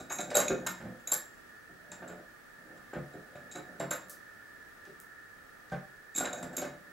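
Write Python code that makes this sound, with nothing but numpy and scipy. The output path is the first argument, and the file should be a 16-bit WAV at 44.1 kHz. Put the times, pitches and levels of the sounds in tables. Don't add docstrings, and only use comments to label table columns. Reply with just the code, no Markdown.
import sys
import numpy as np
from scipy import signal
from scipy.fft import rfft, irfft
from scipy.io import wavfile
from scipy.ndimage import uniform_filter1d

SR = 44100
rng = np.random.default_rng(int(sys.argv[2]) if len(sys.argv) > 2 else 0)


def to_wav(sig):
    pcm = np.clip(np.atleast_2d(sig), -1, 1) * 32767
    pcm = np.round(pcm).astype(np.int16)
    wavfile.write(sys.argv[1], SR, pcm.T)


N = 305303
EVENT_SAMPLES = 8192
STEREO_SIGN = np.array([[1], [-1]])

# f/Hz, level/dB, t60/s
BAR_MODES = [
    [(2247, -2.5, 0.053), (2512, -3, 0.088), (2770, -19, 0.023)],
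    [(3600, -4.5, 0.079), (3764, 1, 0.065), (3844, 4.5, 0.065), (3930, 1.5, 0.06)],
    [(5820, -6, 0.0601), (6598, 4, 0.091), (6710, 5.5, 0.068), (7000, -4, 0.097)],
    [(7500, -1.5, 0.18), (7354, 5.5, 0.079), (7356, 2.5, 0.077), (7704, 4.5, 0.036), (8450, -24.5, 0.021)],
    [(11110, 3, 0.12), (11050, -1, 0.1), (11750, -6, 0.06)],
    [(12640, 2, 0.063), (12710, 5, 0.11), (12950, 0.5, .05)],
]
# t/s, level/dB, hardness/(dB/octave), spot on bar/-1..1, crack re blow/dB, t60 share
CLINKS = [(0.0, -40, -3, -0.027, -22, 1), (.0979, -30.5, -4, 0.68, -25, 0.78),
          (0.1207, -28.5, 4, 0.24, -38, 0.78), (0.1538, -39, 1, 0.99, -28, 0.75),
          (0.1849, -27, -3.5, 0.96, -26, 0.61), (.2039, -25, -2, 0.073, -30, 0.57),
          (0.3013, -40.5, -11.5, -.1, -11, .74), (0.3438, -27.5, -6.5, -.4, -23.5, 1),
          (0.352, -14, 5, -0.74, -22.5, 0.44), (0.367, -14.5, 7.5, .4, -22.5, 0.44),
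          (0.3992, -18, 2.5, -0.00014, -31.5, 0.7), (0.4807, -17, -5.5, 1, -31, 0.35),
          (0.6643, -16, -0.5, 0.14, -23, 0.41), (.998, -55, 4.5, -0.15, -25.5, .65),
          (1.073, -27.5, 0.5, 0.16, -31.5, 0.84), (1.1166, -22.5, 14, -0.72, -20, 0.67),
          (1.1339, -26, 20, 0.18, -21, 0.37), (1.916, -32.5, -3.5, -0.16, -20.5, 0.46),
          (2.0768, -41, -0.5, -.6, -28.5, 0.74), (2.7676, -55.5, -2, -0.027, -16.5, 0.57),
          (2.9312, -55, 5, -0.46, -29.5, .69), (3.1333, -59, -2.5, -.3, -26, 0.7),
          (3.3548, -55, -16, -0.18, -18.5, .6), (3.5131, -41.5, -6, -0.18, -17.5, 1),
          (3.552, -36, -4, -0.035, -31, 0.89), (3.7973, -32.5, -1.5, -0.85, -23, 0.67),
          (3.907, -19, 4.5, -0.43, -23.5, 0.34), (3.9214, -27, -1, .7, -27.5, 0.78),
          (5.7167, -53, -9.5, .4, -7.5, .52), (6.142, -42, -8, -.1, -34, .65),
          (6.149, -33.5, -4, -.25, -29, 0.78), (6.1593, -22.5, 3.5, -0.48, -26, 1),
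          (6.1769, -15, 0.5, -0.72, -33.5, 0.59), (6.2083, -32.5, 4, -0.17, -29, 0.55),
          (6.2522, -28, -5, -0.17, -20, 0.51), (6.28, -51, -1.5, -.2, -25, 0.58),
          (6.3292, -26, -3.5, -0.13, -27, 0.46), (6.3784, -39, -5, 0.73, -24, 0.74),
          (6.427, -31, 0.5, -0.81, -22.5, 0.41), (6.5286, -52.5, 7, -0.32, -20, 0.97),
          (6.566, -21.5, 6, 0.61, -22, 0.32), (6.5799, -24, -4.5, -0.16, -28, 0.5),
          (6.616, -41.5, -12, 0.2, -9, 0.62), (6.65, -46, -8, .01, -18, .65)]
BAR_FAMILY_DB = (-19, -17.5, -15.5, -12, -23.5, -24)
BAR_SPOT_DB = (3, -2.4, 8, -6.5, -1, 2.5)
# f/Hz, level/dB, t60/s
BODY_MODES = [
    [(64.6, 1.5, 0.31), (97, -9, 0.06), (134, 8, 0.35)],
    [(185, 4.5, 0.18), (241.2, 3, 0.21)],
    [(285.4, 2, 0.09), (323.3, 6.5, 0.088), (362.8, 4, 0.18), (445.8, 2, 0.11)],
    [(517.7, 2.5, 0.098), (587.8, 7, 0.077), (655, 0, 0.12), (723.5, 5.5, 0.1)],
    [(843, 4, 0.061), (1005, 5.5, 0.014), (1244, 0, 0.072), (1445, 2, 0.098), (1548, 6.5, 0.066)],
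]
# t/s, level/dB, board boom/dB, jaw edge/dB, spot on casting, t60 share
KNOCKS = [(0.0, -30.5, 1.5, -3.5, -.1, 0.45), (.103, -31.5, -8, 11, -0.26, 0.52),
          (0.188, -28.5, -12, 0.5, -0.37, 0.66), (0.312, -19.5, -19, -3.5, -0.36, 0.41),
          (.348, -26.5, -17, 6.5, -1.4, 1), (.366, -15, -16, -4, -.6, 0.36),
          (.399, -27.5, -4, 3.5, -.9, 0.76), (0.498, -17, -5.5, -7.5, .8, 0.62),
          (.663, -28.5, 7, 17.5, -0.53, 0.33), (.801, -40, 15.5, 3.5, -0.35, 1),
          (.85, -35.5, 13.5, -6, 0.32, 0.57), (1.074, -47, 6, 9.5, -.7, 0.92),
          (1.12, -27, -8, 5.5, -0.024, 0.47), (1.69, -50, 2, -15, 1, 1),
          (1.918, -38.5, 13, 9.5, 0.75, 0.42), (2.02, -38, 1.5, 1.5, 0.22, .82),
          (2.089, -36, 3, 1.5, 0.24, 0.75), (2.768, -41.5, 6.5, 2, -0.23, 0.48),
          (2.931, -29.5, -3, 2.5, 0.98, 0.48), (2.956, -27.5, 6.5, -9.5, 0.48, 0.7),
          (3.135, -32.5, -3.5, -10, 0.11, 0.67), (3.351, -31, -1, -3, -0.35, 0.48),
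          (3.55, -34, -4.5, 2, 0.67, 0.93), (3.8, -24.5, -1, -0.5, -0.051, 0.84),
          (3.909, -23, -16, 5.5, -0.7, 0.46), (4.865, -46, 1, -6.5, 1, 1), (5.718, -33, 10, 4, -0.66, 0.91),
          (6.153, -40, -1, 0, 0.96, 0.92), (6.178, -28.5, -4, -0.2, .6, 0.68),
          (6.204, -27, 0, 3, 0.35, 0.67), (6.243, -25, -6, 3.5, 1, 0.67),
          (6.329, -33.5, -32, -3.5, -0.65, 0.97), (6.424, -27.5, 1, 0, -0.04, 0.45),
          (6.528, -42, -4, 2.5, .9, .98), (6.577, -23.5, -3, -7, 0.9, .62), (6.619, -29, 2, -0.5, -0.45, 1)]
# knock level/dB, gain at spot +1/dB; shares of boom and edge; screw drive/dB
BODY_FAMILY_DB, BODY_SPOT_DB = (-27, -17, -13, -9, -14.5), (-1.8, 0, 4, -2, 3.1)
BOOM_SHARE, EDGE_SHARE = (1, 0.74, 0.17, 0.029, -0.064), (-0.45, -0.1, -0.22, 0.021, 0.93)
GRIT_DB = (-14.5, 1.5, 0.5, 1.5, -6.5)
# t/s, relative level/dB
SCREW_ENVELOPE = [(0, -63), (.1, -52), (0.366, -46), (0.491, -39.5), (0.746, -71), (.864, -49.5),
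                  (1.028, -73), (1.7, -72), (2.04, -53), (2.12, -48), (2.26, -70.5), (2.55, -73),
                  (2.706, -53.5), (2.838, -66.5), (3.146, -59), (3.6, -57), (3.8, -50), (4.15, -71),
                  (6.212, -79), (6.344, -45.5), (6.6, -49.5), (6.8, -61.5)]
# f/Hz, relative density/dB
AIR_SPECTRUM = [(15, -43.5), (25, -1.5), (405, -0.5), (1040, -7.5), (1190, -8.5), (1560, -3), (1740, -1),
                (2000, -7), (2840, -15), (14800, -21.5), (16000, -28)]
# f/Hz, width/Hz, level/dB
HISS_BANDS = [(1208, 63, -70), (1356, 140, -66), (1464, 40, -69.5), (1748.4, 131, -58), (1852, 51, -71)]
# t/s, click peak/dB, f/Hz, scratch re click/dB
WIRE_TICKS = [(4.0851, -41, 12800, -26), (4.0972, -27.5, 12900, -20), (4.653, -62, 4480, -29),
              (4.8535, -46.5, 5360, -16.5), (5.0016, -29.5, 11400, -41), (5.7003, -47, 4630, -31)]
# f/Hz, t60/s, mid level/dB, side level/dB
ROOM_BANDS = [(200, 0.27, 0, -18.5), (600, 0.31, 0, -8.5), (1710, 0.31, 0, -7), (4557, 0.34, -3, -15.5),
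              (7960, 0.13, -12.5, -17), (12900, 0.21, -3, -25.5)]


def undb(db):
    return 10 ** (np.asarray(db) / 20)


def level(x, rms_db):
    return x * undb(rms_db) / np.sqrt(np.mean(x ** 2))


def band(x, hz, width_hz):
    edges_hz = [hz - width_hz / 2, min(hz + width_hz / 2, 0.45 * SR)]
    return signal.sosfilt(signal.butter(2, edges_hz, "band", fs=SR, output="sos"), x)


def walk(rate_hz):
    hold = int(SR / rate_hz)
    return 0.89 * uniform_filter1d(np.repeat(rng.standard_normal(N // hold + 1), hold), hold)[:N]


def strike(times_s, mix_db, shares, families, contacts_s, detune, scatter_db, rough_db, rough_hz):
    out, t = np.zeros(N + EVENT_SAMPLES), np.arange(EVENT_SAMPLES) / SR
    hz, mode_db, t60_s = np.concatenate(families).T[..., None]
    family = np.repeat(np.arange(len(families)), [len(modes) for modes in families])
    for start_s, db, share, contact_s in zip(times_s, mix_db, shares, contacts_s):
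        scatter, shift, phase = rng.standard_normal((3, len(hz), 1))
        size = undb(db[family, None] + mode_db + scatter_db * scatter)
        envelope = (1 - np.exp(-t / contact_s)) * np.exp(-np.log(1000) * t / (t60_s * share))
        tones = np.sin(2 * np.pi * (hz * (1 + detune * shift) * t + phase))
        out[int(start_s * SR):][:EVENT_SAMPLES] += np.sum(size * envelope * tones, axis=0)
    return out[:N] * undb(rough_db * np.tanh(walk(rough_hz)))


def crack(times_s, levels_db, shares, contacts_s, hz, width_hz, fade_s, gain_db):
    envelope, t = np.zeros(N + EVENT_SAMPLES), np.arange(EVENT_SAMPLES) / SR
    for start_s, db, share, contact_s in zip(times_s, levels_db, shares, contacts_s):
        burst = (1 - np.exp(-t / contact_s)) * np.exp(-t / (fade_s * share))
        envelope[int(start_s * SR):][:EVENT_SAMPLES] += undb(db) * burst
    gritty_noise = undb(2.52 * walk(300)) * rng.standard_normal(N)
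    return undb(gain_db) * band(envelope[:N] * gritty_noise, hz, width_hz)


def ring(drive, modes):
    out = np.zeros(N)
    for hz, db, t60_s in modes:
        radius, angle = np.exp(-np.log(1000) / (t60_s * SR)), 2 * np.pi * hz / SR
        feedback = [1, -2 * radius * np.cos(angle), radius ** 2]
        force = drive * rng.standard_normal(N)
        out += undb(db) * signal.lfilter([0, radius * np.sin(angle)], feedback, force)
    return out


def handle_clinks(pivot_hz=6000, contact_s=0.0029):
    times_s, db, hardness, spot, crack_db, shares = np.transpose(CLINKS)
    octaves = np.log2([np.mean(np.array(modes)[:, 0]) / pivot_hz for modes in BAR_MODES])
    mix_db = db[:, None] + BAR_FAMILY_DB + np.outer(hardness, octaves) + np.outer(spot, BAR_SPOT_DB)
    contacts_s = np.full(len(times_s), contact_s)
    ringing = strike(times_s, mix_db, shares, BAR_MODES, contacts_s,
                     detune=0.005, scatter_db=3, rough_db=6, rough_hz=390)
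    return ringing + crack(times_s, db + crack_db, shares, contacts_s,
                           hz=5650, width_hz=5200, fade_s=0.023, gain_db=10)


def jaw_knocks(clack_db=-18.5):
    times_s, db, boom_db, edge_db, spot, shares = np.transpose(KNOCKS)
    mix_db = db[:, None] + BODY_FAMILY_DB + np.outer(spot, BODY_SPOT_DB)
    mix_db += np.outer(boom_db, BOOM_SHARE) + np.outer(edge_db, EDGE_SHARE)
    contacts_s = 0.0088 * undb(-0.16 * (db + 23.5))
    ringing = strike(times_s, mix_db, shares, BODY_MODES, contacts_s,
                     detune=0.045, scatter_db=3, rough_db=6, rough_hz=98)
    return ringing + crack(times_s, db + edge_db + clack_db, shares, contacts_s,
                           hz=1259, width_hz=1236, fade_s=0.025, gain_db=21)


def screw_rumble(grains_per_s=300):
    grains = 1.0 * (rng.random(N) < grains_per_s / SR)
    times_s, envelope_db = np.transpose(SCREW_ENVELOPE)
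    grit = level(grains, -42) * np.interp(np.arange(N) / SR, times_s, undb(envelope_db))
    return sum(ring(undb(db) * grit, modes) for db, modes in zip(GRIT_DB, BODY_MODES))


def board_radiation(x, cutoff_hz=57.6):
    return signal.sosfilt(signal.butter(2, cutoff_hz, "high", fs=SR, output="sos"), x)


def air(level_db=-57.5, side_db=0.5):
    hz, db = np.transpose(AIR_SPECTRUM)
    shape = undb(np.interp(np.log(np.fft.rfftfreq(N, 1 / SR) + 1), np.log(hz), db))
    mid, side = irfft(shape * rfft(rng.standard_normal((2, N))), N)
    side = signal.sosfilt(signal.butter(1, [120, 7000], "band", fs=SR, output="sos"), side)
    return level(mid + undb(side_db) * side * STEREO_SIGN, level_db) * undb(walk(3.2))


def hiss(side_db=-5, pan_db=-3.5, waver_db=2.2):
    out = 0
    for hz, width_hz, db in HISS_BANDS:
        noise = level(band(rng.standard_normal((2, N)), hz, width_hz), db)
        mid, side = noise * undb(waver_db * walk(7.7))
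        out = out + mid + undb(side_db) * side * STEREO_SIGN
    return out * undb(STEREO_SIGN * pan_db / 2)


def whine(hz=15734, rms_db=-79):
    return np.sqrt(2) * undb(rms_db) * np.sin(2 * np.pi * hz * np.arange(N) / SR)


def wire_ticks(scratch_fade_s=0.024):
    out, t = np.zeros(N), np.arange(EVENT_SAMPLES) / SR
    impulse = signal.unit_impulse(EVENT_SAMPLES)
    for start_s, db, hz, scratch_db in WIRE_TICKS:
        click = band(band(impulse, hz, hz), hz, hz)
        click /= np.max(np.abs(click))
        noise = band(rng.standard_normal(EVENT_SAMPLES), 0.75 * hz, width_hz=0.7 * hz)
        scratch = level(noise, scratch_db) * np.exp(-t / scratch_fade_s)
        out[int(start_s * SR):][:EVENT_SAMPLES] += undb(db) * (click + scratch)
    return out


def room(x, build_s=0.0068):
    t = np.arange(SR // 2) / SR
    tails = np.zeros((2, len(t)))
    for hz, t60_s, mid_db, side_db in ROOM_BANDS:
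        envelope = np.exp(-np.log(1000) * t / t60_s) * (1 - np.exp(-t / build_s))
        envelope /= np.sqrt(np.sum(envelope ** 2))
        noise = envelope * rng.standard_normal(tails.shape)
        tails += undb([[mid_db], [side_db]]) * band(noise, hz, 0.87 * hz)
    mid, side = (signal.fftconvolve(x, tail)[:N] for tail in tails)
    return x + mid + side * STEREO_SIGN


def scene(pan_db=-0.5):
    vise = handle_clinks() + board_radiation(screw_rumble() + jaw_knocks()) + wire_ticks()
    return room(vise) * undb(STEREO_SIGN * pan_db / 2) + air() + hiss() + whine()


def record(dry, cutoff_hz=16100):
    return signal.sosfilt(signal.ellip(10, 0.2, 70, cutoff_hz, fs=SR, output="sos"), dry)


dry = scene()
out = record(dry)
to_wav(out)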